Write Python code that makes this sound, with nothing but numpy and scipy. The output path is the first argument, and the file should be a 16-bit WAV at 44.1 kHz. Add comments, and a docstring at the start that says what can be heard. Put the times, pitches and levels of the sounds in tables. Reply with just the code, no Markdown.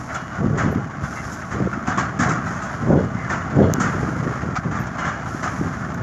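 """A low engine drone and a steel rattle run throughout: a tractor pulls a potato harvester over a dry field.
The drone is shaped noise and unsteady tones; the rattle and hissing soil are random impacts and short rings.
Stones and clods crash through the frame, panels knock, a bar rings and a roller squeaks, from noise and modes.
Gusts of eddies thump on the microphone; dry straws rustle as high noise and a stalk snaps in brief rings."""
import sys
import numpy as np
from scipy import signal
from scipy.fft import rfft, irfft, next_fast_len
from scipy.io import wavfile
from scipy.ndimage import map_coordinates

SR = 44100
rng = np.random.default_rng(int(sys.argv[2]) if len(sys.argv) > 2 else 0)


def put_to_file(sound):
    """Save the sound as 16-bit audio at rate SR, in the file named by the first command-line argument."""
    columns = np.atleast_2d(sound).T  # one column per channel
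    safe = np.clip(columns, -1, 1)
    whole_steps = np.round(safe * 32767)
    wavfile.write(sys.argv[1], SR, whole_steps.astype(np.int16))


N = 265614  # length in samples

# Strength of the wind between gusts: t/s, level/dB
BREEZE = [(0, -41), (.3, -53), (.55, -25), (.78, -24.5), (.9, -33.5), (1.45, -40.5), (1.7, -31.5),
          (2.4, -28.5), (2.7, -36), (3.05, -27), (3.45, -33.5), (3.75, -23), (4.3, -25.5), (4.62, -41),
          (4.8, -27.5), (4.95, -33.5), (5.8, -31.5), (6.02, -24.5)]
# Gusts, all rising and falling alike: peak t/s, hold/s, level/dB
GUSTS = [(0.44, 0.029, -16.5), (0.656, 0.018, -17.5), (1.559, 0.055, -23), (2.904, 0.053, -11.5),
         (3.59, 0.033, -9), (5.61, 0.021, -22.5)]
# Brief flurries within the wind: t/s, level/dB
FLURRIES = [(.415, -24.5), (.478, -15), (.558, -17.5), (.68, -24), (.782, -25), (1.035, -22.5),
            (1.568, -22), (1.612, -18), (1.665, -20), (2.29, -21.5), (2.83, -22.5), (2.915, -14),
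            (3.0, -19.5), (3.045, -21), (3.62, -13), (3.685, -22.5), (3.881, -23), (3.95, -22.5),
            (4.035, -21), (4.095, -23), (4.17, -25), (4.21, -22), (4.27, -20), (4.312, -23), (4.375, -26.5),
            (4.446, -22.5), (4.485, -21.5), (4.53, -23), (4.665, -22), (4.695, -23), (4.73, -23.5),
            (5.065, -25), (5.655, -22)]
# Lone eddies that pop on the microphone: t/s, f/Hz, level/dB
POPS = [(.463, 225, -8), (.485, 170, -10), (0.664, 214, -8), (.728, 450, -13.5), (0.761, 219, -8),
        (1.04, 128, -13.5), (1.604, 370, -13), (1.675, 373, -10.5), (1.777, 231, -15.5), (1.885, 207, -11),
        (2.2, 194, -10.5), (2.828, 214, -14.5), (3.155, 173, -11.5), (3.608, 367, -2.5), (3.699, 460, -9.5),
        (3.785, 240, -9), (3.999, 188, -12.5), (4.089, 228, -12), (4.203, 149, -10.5), (4.279, 276, -13),
        (4.589, 159, -14.5), (5.273, 147, -17), (5.349, 247, -15), (5.614, 260, -9)]
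# Colour of the large and the small eddies: f/Hz, level/dB per Hz
BIG_EDDY_SPECTRUM = [(20, -18), (40, -14), (65, -4), (95, 4), (160, 5.5), (250, -2.5), (400, -10),
                     (600, -17.5), (1000, -33), (3000, -83)]
SMALL_EDDY_SPECTRUM = [(80, -9), (200, 4), (350, 2.5), (520, -1.5), (700, -8), (1000, -16), (1500, -36),
                       (4000, -102)]
# Stubble rustling near the microphone: t/s, centre f/Hz, level/dB
RUSTLES = [(0.711, 11900, -56), (1.322, 12000, -57), (4.792, 13800, -53.5)]
# Dry stalks snapping near the microphone: t/s, level/dB
SNAPS = [(3.7377, -9), (5.9445, -31)]
# Resonances of a stalk: f/Hz, width/Hz, level/dB
STALK_MODES = [(1800, 1700, -12), (4200, 1600, -14), (6450, 1150, 1), (10700, 1600, -23),
               (13350, 1100, -11)]
# Engine and drive tones: mean f/Hz, mean level/dB
ENGINE_TONES = [(129, -45.5), (667, -49), (1122, -50)]
# Colour of the exhaust drone: f/Hz, level/dB per Hz
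DRONE_SPECTRUM = [(25, -45), (45, -8.5), (65, 4), (130, 1), (250, 2), (340, -7), (450, -19.5), (700, -40.5),
                  (2000, -77)]
# Squeaks of a dry roller: t/s, length/s, f/Hz, level/dB, upper mode's level/dB
SQUEAKS = [(1.152, .072, 2065, -36, -15), (3.135, .16, 2050, -40, -24)]
# Blows that ring a steel bar: t/s, level/dB, f/Hz that the struck spot favours
BAR_BLOWS = [(.15, -44, 3300), (.585, -45, 3300), (1.887, -49, 3350), (1.98, -46, 3330), (2.97, -50, 3350),
             (3.625, -43.5, 3250), (4.985, -42, 2950), (5.055, -47, 3400)]
# Modes of the bar: f/Hz, level/dB, time to fall 60 dB/s
BAR_MODES = [(2589, -5, .22), (2907, 1, 1.3), (3200, -3, .4), (3338, -4, .35), (3440, 0, .22),
             (3798, -3, .25), (4237, 0, .5)]
# Single stones that knock a hollow panel: t/s, f/Hz, level/dB of that pitch, level/dB of the panel's ring
KNOCKS = [(.156, 1367, -19, -33), (1.524, 1520, -24, -39), (1.729, 1400, -21, -46), (1.759, 1300, -27, -45),
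          (1.878, 744, -23, -35), (1.981, 1110, -16, -28.5), (1.996, 1230, -28, -33.5),
          (2.009, 1580, -16.5, -31.5), (2.198, 1740, -23, -35), (2.232, 1760, -20, -25),
          (2.303, 1430, -19, -41), (3.3, 1800, -20.5, -29), (3.325, 1330, -17, -30.5),
          (4.554, 1180, -28, -29), (4.561, 1250, -21, -25.5), (4.57, 1298, -17, -38.5),
          (5.429, 1128, -28, -31), (5.46, 732, -22, -40), (5.475, 1254, -17.5, -29.5)]
# Modes of the panel: f/Hz, level/dB, time to fall 60 dB/s
PANEL_MODES = [(715, -3, .11), (1285, -3, .06), (2030, -6, .08), (2300, -7, .08), (2940, -15, .07),
               (3300, -19, .06), (4170, -21, .08), (4900, -20, .08), (5945, -18, .08)]
# Colour of a stone's contact with the panel: f/Hz, level/dB per Hz
CONTACT_SPECTRUM = [(400, -14), (750, -1), (1300, 0), (2200, -4), (2700, -13), (4000, -15), (6000, -10),
                    (7300, -16), (8500, -45)]
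# Stones and clods tumbling through the machine: t/s, length/s, stones' level/dB, earth's level/dB
CRASHES = [(0.086, 0.033, -29.5, -63), (0.141, 0.027, -30.5, -38.5), (0.572, 0.046, -23, -39.5),
           (1.028, 0.024, -32, -63), (1.314, 0.038, -57, -42.5), (1.413, 0.012, -32, -50),
           (1.508, 0.034, -27.5, -45), (1.726, 0.015, -27.5, -54), (1.867, 0.048, -23.5, -41),
           (1.971, 0.044, -23.5, -36), (2.189, 0.061, -22, -32.5), (2.287, 0.044, -28, -38),
           (2.456, 0.13, -31.5, -49), (2.616, 0.057, -37, -46), (3.294, 0.054, -24, -41.5),
           (3.797, 0.055, -22.5, -33.5), (4.55, 0.015, -28.5, -57), (4.707, 0.028, -30.5, -50),
           (4.748, 0.055, -31, -53), (4.863, 0.012, -44, -42), (4.979, 0.055, -26.5, -48),
           (5.042, 0.058, -29, -47), (5.424, 0.044, -25, -39.5), (5.59, 0.0084, -35, -68)]
# Colour of the battered frame, the spraying grit and the earth's thud: f/Hz, level/dB per Hz
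FRAME_SPECTRUM = [(250, -31), (480, -12.5), (620, -3), (780, -1.5), (930, -7), (1130, 0.5), (1400, 1),
                  (1750, -2.5), (2200, -11.5), (2600, -24.5), (3300, -33), (4000, -30.5), (7000, -20.5),
                  (9000, -73)]
GRIT_SPECTRUM = [(1500, -61), (3000, -3.5), (4200, -10), (5300, -1.5), (6500, 6), (7200, 5), (8200, -16),
                 (9500, -24), (11500, -25), (13000, -63), (16000, -48)]
THUD_SPECTRUM = [(30, -58), (70, -36), (120, 5.5), (180, 4), (300, -1), (450, -13.5), (1000, -88)]
# How hard the sieve web rattles under its load: t/s, level/dB
WEB_LOAD = [(0.0, -37.5), (0.35, -31.5), (1.39, -34.5), (1.83, -31.5), (2.09, -31.5), (3.0, -32),
            (3.92, -28.5), (4.54, -31.5), (5.21, -32.5), (6.02, -31.5)]
# Soil that the web tips out once a lap, lap by lap: level/dB
LAP_SPILLS = [-38.5, -41.5, -47, -47.5, -42]
# Colour of the web's rods and of the soil: f/Hz, level/dB per Hz
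WEB_SPECTRUM = [(250, -9.5), (480, -15), (650, -4.5), (800, -5.5), (930, -9.5), (1130, -4), (1400, -3),
                (1800, -9.5), (2150, -15.5), (2600, -25), (3200, -27), (4000, -33.5), (7000, -26.5),
                (9000, -65)]
SOIL_SPECTRUM = [(1500, 5.5), (3000, -11), (4200, -11), (5300, -3), (6500, 0.5), (7200, -3.5),
                 (8100, -20.5), (9000, -17.5), (11000, -14), (12300, -22.5), (14500, -37), (16000, -35)]

FLUTTER_DB, FLUTTER_PER_S = .9, 14  # unsteadiness of the breeze
GUST_RISE_DB_PER_S, GUST_FALL_DB_PER_S = 236, 141
FLURRY_S = .016  # half width of a flurry
POP_CYCLES, POP_CALM_CYCLES = 0.57, 1.4  # half widths of a pop and of the lull around it
SNAP_SWELL_S = .00055  # from the start of a snap to its peak
UPPER_MODE = 1.31  # multiple of the roller's pitch
BAR_BUZZ_RAD = .28  # the loose bar chatters in its seat, which roughens its ring
SPOT_DB, SPOT_HZ = 9, 500  # modes this far or farther from the favoured pitch are this much weaker
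CONTACT_DB, CONTACT_T60_S = -5, .08  # level relative to the panel's ring, and time to fall 60 dB
PANEL_RISE_S = .0012  # the ring takes a moment to spread over the panel
THUD_DB, FULL_LOAD_S = 11, 0.045  # thud relative to the earth's spray; shorter loads thud less
RATTLE_DB, TRICKLE_DB = -1, -21.5  # rods and steady trickle of soil, relative to the load
FIRST_SPILL_S, LAP_S = -0.42, 1.412
SPILL_RISE_S, SPILL_HOLD_S, SPILL_T60_S = 0.07, 0.34, 1.54
SPILL_RATTLE_DB = 2.5  # extra rattle of the rods, relative to the spill
LOW_CUT_HZ, TOP_HZ = 34, 15700  # the band that the microphone passes


def amp(db):
    """Turn decibels into a gain."""
    return np.exp(np.maximum(db, -300) * (np.log(10) / 20))


def unit(x):
    """Scale to rms 1."""
    return x / np.sqrt(np.mean(x ** 2) + 1e-20)


def clock():
    """The time of each sample in seconds."""
    return np.arange(N) / SR


def curves(rows):
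    """Join the points of each column after the time by straight lines."""
    s, *columns = np.transpose(rows)
    return [np.interp(clock(), s, column) for column in columns]


def wobble(rate):
    """A smooth random curve with this many random points a second."""
    return map_coordinates(rng.standard_normal(4096), [clock() * rate], mode="wrap")


def filtered(x, response):
    """Multiply the spectrum of x by a response that depends on frequency."""
    size = next_fast_len(N + SR // 2)
    hz = np.fft.rfftfreq(size, 1 / SR)
    return irfft(rfft(x, size) * response(hz), size)[:N]


def coloured(x, spectrum):
    """Shape x by a table of frequencies and levels, at rms 1."""
    f, db = np.transpose(spectrum)
    return unit(filtered(x, lambda hz: amp(np.interp(np.log(hz + 1), np.log(f), db))))


def rush(spectrum):
    """Coloured noise of rms 1."""
    return coloured(rng.standard_normal(N), spectrum)


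def contacts(rate, spread_db):
    """Random impacts of unequal size, rate a second on average."""
    chance, size, sign = rng.random(N), rng.standard_normal(N), rng.choice([-1, 1], N)
    struck = chance < rate / SR
    return unit(struck * sign * amp(spread_db * np.clip(size, -2, 2)))


def ringing(x, t60, ring_db):
    """Each impact is a crack and a dying noisy ring, new each time as it strikes another spot."""
    keep = amp(-60 / (t60 * SR)) ** 2  # share of the energy left after one sample
    energy = signal.lfilter([1 - keep], [1, -keep], x ** 2)
    return unit(x + amp(ring_db) * np.sqrt(energy) * rng.standard_normal(N))


def clinks(rate, centre_hz, scatter, t60, spread_db):
    """Short steel rings at random times, each with its own pitch and size."""
    when, pitch, size = rng.standard_normal((4096, 3)).T[:, :, None]
    start = np.abs(np.arange(len(when))[:, None] + 3 * when) / rate
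    heard = start[:, 0] < N / SR
    t = np.arange(SR // 20) / SR
    hz = centre_hz * np.exp(scatter * pitch[heard])
    loudness = amp(spread_db * np.clip(size[heard], -2, 2))
    rings = loudness * amp(-60 * t / t60) * np.sin(2 * np.pi * hz * t)
    at = (start[heard] * SR).astype(int) + np.arange(len(t))
    return unit(np.bincount(at.ravel(), rings.ravel(), N)[:N])


def tumble(start, length, rise, t60):
    """The strength of a load that lands, keeps tumbling for a while, then settles."""
    t = clock() - start
    live = (t > 0) & (t < length + t60)
    landing = np.minimum(t[live] / rise, 1)
    settling = amp(-60 * np.maximum(t[live] - length, 0) / t60)
    out = np.zeros(N)
    out[live] = landing * settling
    return out


def gust(peak, hold):
    """A gust builds quickly, holds a moment and dies away more slowly."""
    t = clock() - peak
    return amp(GUST_RISE_DB_PER_S * np.minimum(t, 0) - GUST_FALL_DB_PER_S * np.maximum(t - hold, 0))


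def eddies(spectrum, rate, spread_db, wash_db):
    """Separate pressure thumps at uneven intervals, on a turbulent wash."""
    slip, size, sign = rng.standard_normal((4096, 3)).T
    at = ((np.arange(len(slip)) + 0.3535 * slip) / rate * SR).astype(int)
    inside = (at >= 0) & (at < N)
    push = np.sign(sign) * amp(spread_db * np.clip(size, -2, 2))
    thumps = np.bincount(at[inside], push[inside], N)
    # the low part of each thump arrives a little late, so the pressure swings to and fro
    swung = filtered(unit(thumps), lambda hz: ((1 - 1j * hz / 220) / (1 + 1j * hz / 220)) ** 2)
    return coloured(swung + amp(wash_db) * rng.standard_normal(N), spectrum)


def wind():
    """Eddies buffet the microphone; strong gusts put their extra force into smaller, faster ones."""
    wind_db, = curves(BREEZE)
    breeze = amp(wind_db + FLUTTER_DB * wobble(FLUTTER_PER_S))
    gust_energy = sum((amp(db) * gust(s, hold)) ** 2 for s, hold, db in GUSTS)
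    flurry_energy = sum(amp(db) ** 2 * np.exp(-((clock() - s) / FLURRY_S) ** 2) for s, db in FLURRIES)
    force = np.sqrt(breeze ** 2 + gust_energy + flurry_energy)
    fast = force / np.hypot(force, amp(-13.5))  # share of the small eddies
    slow = np.sqrt(1 - fast ** 2)
    big = eddies(BIG_EDDY_SPECTRUM, rate=85, spread_db=1.3, wash_db=-3)
    small = eddies(SMALL_EDDY_SPECTRUM, rate=210, spread_db=1.3, wash_db=-2)
    return force * (amp(-0.5) * slow * big + amp(-2.5) * fast * small)


def pops(turbulence):
    """A lone eddy pushes the turbulence aside and swings the pressure once; smaller ones sound higher."""
    out, t = turbulence.copy(), clock()
    for s, hz, db in POPS:
        near = np.abs(t - s) < 10 / hz
        cycles = (t[near] - s) * hz
        out[near] *= 1 - np.exp(-(cycles / POP_CALM_CYCLES) ** 2)
        out[near] += amp(db) * np.exp(-(cycles / POP_CYCLES) ** 2) * np.sin(2 * np.pi * cycles)
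    return out


def rustles():
    """Dry straws brush each other in a short, very high hiss."""
    out = np.zeros(N)
    for s, hz, db in RUSTLES:
        hiss = rush([(.75 * hz, -40), (.95 * hz, 0), (1.05 * hz, 0), (1.2 * hz, -40)])
        out += amp(db) * tumble(s, length=.016, rise=.006, t60=0.13) * hiss
    return out


def snaps():
    """Fibres give way in a moment and ring the stalk's resonances; the wider one is, the shorter it sounds."""
    out, t = np.zeros(N), np.arange(SR // 100) / SR - SNAP_SWELL_S
    crack = np.zeros(len(t))
    for hz, width, db in STALK_MODES:
        swell = 1 / np.cosh(2 * np.pi * width * t / np.sqrt(2))
        crack += amp(db) * swell * np.sin(2 * np.pi * hz * t)
    for s, db in SNAPS:
        out[round(s * SR):][:len(t)] += amp(db) * crack
    return out


def engine():
    """A low exhaust drone of noise and a few slightly unsteady tones that share one speed."""
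    speed = 1 + 0.0067 * wobble(3.3) + 0.00546 * wobble(25)
    turns = np.cumsum(speed) / SR
    tones = np.zeros(N)
    for hz, db in ENGINE_TONES:
        tones += amp(db + 0.57 * wobble(1.8)) * np.sqrt(2) * np.sin(2 * np.pi * hz * turns)
    return tones + amp(-35.0) * rush(DRONE_SPECTRUM)


def squeaks():
    """Short, scraping squeals swell and fade on the roller's two modes, roughened by random wobbles."""
    out, t = np.zeros(N), clock()
    for s, length, hz, db, upper_db in SQUEAKS:
        swell = np.abs(np.sin(np.pi * np.clip((t - s) / length, 0, 1))) ** .7
        phase = 2 * np.pi * hz * t
        lower = np.sin(phase + .9 * wobble(330))
        upper = amp(upper_db) * np.sin(UPPER_MODE * phase + .3 * wobble(330))
        out += amp(db) * swell * unit(amp(1.5 * wobble(300)) * (lower + upper))
    return out


def clangs():
    """A struck bar rings with a slight buzz; the spot that is hit decides which modes speak most."""
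    out, t = np.zeros(N + SR), np.arange(SR) / SR
    for hz, level, t60 in BAR_MODES:
        buzz = np.pad(BAR_BUZZ_RAD * wobble(140), (0, SR))
        for s, db, spot in BAR_BLOWS:
            at = round(s * SR)
            off_db = -SPOT_DB * min(abs(hz - spot) / SPOT_HZ, 1)
            start_db = db + level + off_db + rng.normal(0, 1)
            ring = np.sin(2 * np.pi * hz * t + buzz[at:at + SR])
            out[at:at + SR] += amp(start_db - 60 * t / t60) * ring
    return out[:N]


def knocks():
    """A stone cracks against a panel: the struck spot gives a brief, rough note and the whole panel rings."""
    out, t = np.zeros(N + SR), np.arange(SR // 5) / SR
    contact = rush(CONTACT_SPECTRUM)
    spreading = 1 - np.exp(-t / PANEL_RISE_S)
    for s, hz, db, panel_db in KNOCKS:
        phase = 2 * np.pi * np.cumsum(hz * (1 + .035 * wobble(700))) / SR
        out[:N] += amp(db) * tumble(s, length=.0023, rise=.0012, t60=.07) * np.sin(phase)
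        crack = tumble(s, length=.005, rise=.003, t60=CONTACT_T60_S) * contact
        out[:N] += amp(panel_db + CONTACT_DB) * crack
        for mode_hz, level, t60 in PANEL_MODES:
            size_db, detune = rng.normal(0, [2, .012])  # every knock rings a little differently
            fading = amp(panel_db + level + size_db - 60 * t / t60)
            ring = fading * np.sin(2 * np.pi * mode_hz * (1 + detune) * t)
            out[round(s * SR):][:len(t)] += spreading * ring
    return out[:N]


def crashes():
    """Stones batter the sheet-steel frame and rods jangle; earth sprays as grit and thuds."""
    frame, grit, thud = np.zeros((3, N))
    for s, length, stones_db, earth_db in CRASHES:
        weight = min(length / FULL_LOAD_S, 1) ** 2
        # short loads of stones and grit also settle sooner
        frame += amp(stones_db) * tumble(s, length, rise=0.0071, t60=9.1 * length)
        grit += amp(earth_db) * tumble(s, length / 2, rise=0.0071, t60=4.3 * length)
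        thud += amp(earth_db + THUD_DB) * weight * tumble(s, length / 2, rise=0.0049, t60=0.45)
    blows = coloured(ringing(contacts(rate=900, spread_db=1.5), t60=.085, ring_db=4), FRAME_SPECTRUM)
    panels = clinks(rate=260, centre_hz=1400, scatter=.4, t60=.09, spread_db=2)
    panels = coloured(panels, FRAME_SPECTRUM)
    jangle = clinks(rate=300, centre_hz=2600, scatter=.2, t60=.11, spread_db=2)
    steel = unit(blows + amp(-2) * panels + amp(-19) * jangle)
    spray = coloured(ringing(contacts(rate=2400, spread_db=3.5), t60=.035, ring_db=0), GRIT_SPECTRUM)
    return amp(-0.35) * frame * steel + grit * spray + thud * rush(THUD_SPECTRUM)


def sieve():
    """Steel rods chatter and clink over the rollers; soil trickles between them and spills off once a lap."""
    load_db, = curves(WEB_LOAD)
    spill = np.zeros(N)
    for lap, db in enumerate(LAP_SPILLS):
        start = FIRST_SPILL_S + lap * LAP_S
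        spill += amp(db) * tumble(start, SPILL_HOLD_S, SPILL_RISE_S, SPILL_T60_S)
    web = np.hypot(amp(load_db + RATTLE_DB), amp(SPILL_RATTLE_DB) * spill)
    soil = np.hypot(amp(load_db + TRICKLE_DB), spill)
    chatter = coloured(ringing(contacts(rate=800, spread_db=4), t60=.08, ring_db=1.5), WEB_SPECTRUM)
    clinking = clinks(rate=150, centre_hz=1450, scatter=.33, t60=.12, spread_db=3)
    clinking = coloured(clinking, WEB_SPECTRUM)
    rods = unit(chatter + amp(-5.0) * clinking)
    crumbs = coloured(contacts(rate=6000, spread_db=3.5), SOIL_SPECTRUM)
    shake_db = .6 * wobble(24) + .7 * wobble(9)  # sways rods and soil together
    trickle_db = wobble(44)
    return amp(shake_db) * (web * rods + soil * amp(trickle_db) * crumbs)


def scene():
    """Add the air and stubble at the microphone to the distant machine."""
    nearby = pops(wind()) + rustles() + snaps()
    machine = engine() + squeaks() + clangs() + knocks() + crashes() + sieve()
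    return (nearby + machine)[None]


def record(dry):
    """The microphone rounds off the strongest thumps, then loses the deepest rumble and the highest treble."""
    rounded = dry[0] / (1 + (dry[0] / .9) ** 8) ** .125
    return filtered(rounded, lambda hz: hz ** 4 / (hz ** 4 + LOW_CUT_HZ ** 4) * (hz < TOP_HZ))[None]


dry = scene()
out = record(dry)
put_to_file(out)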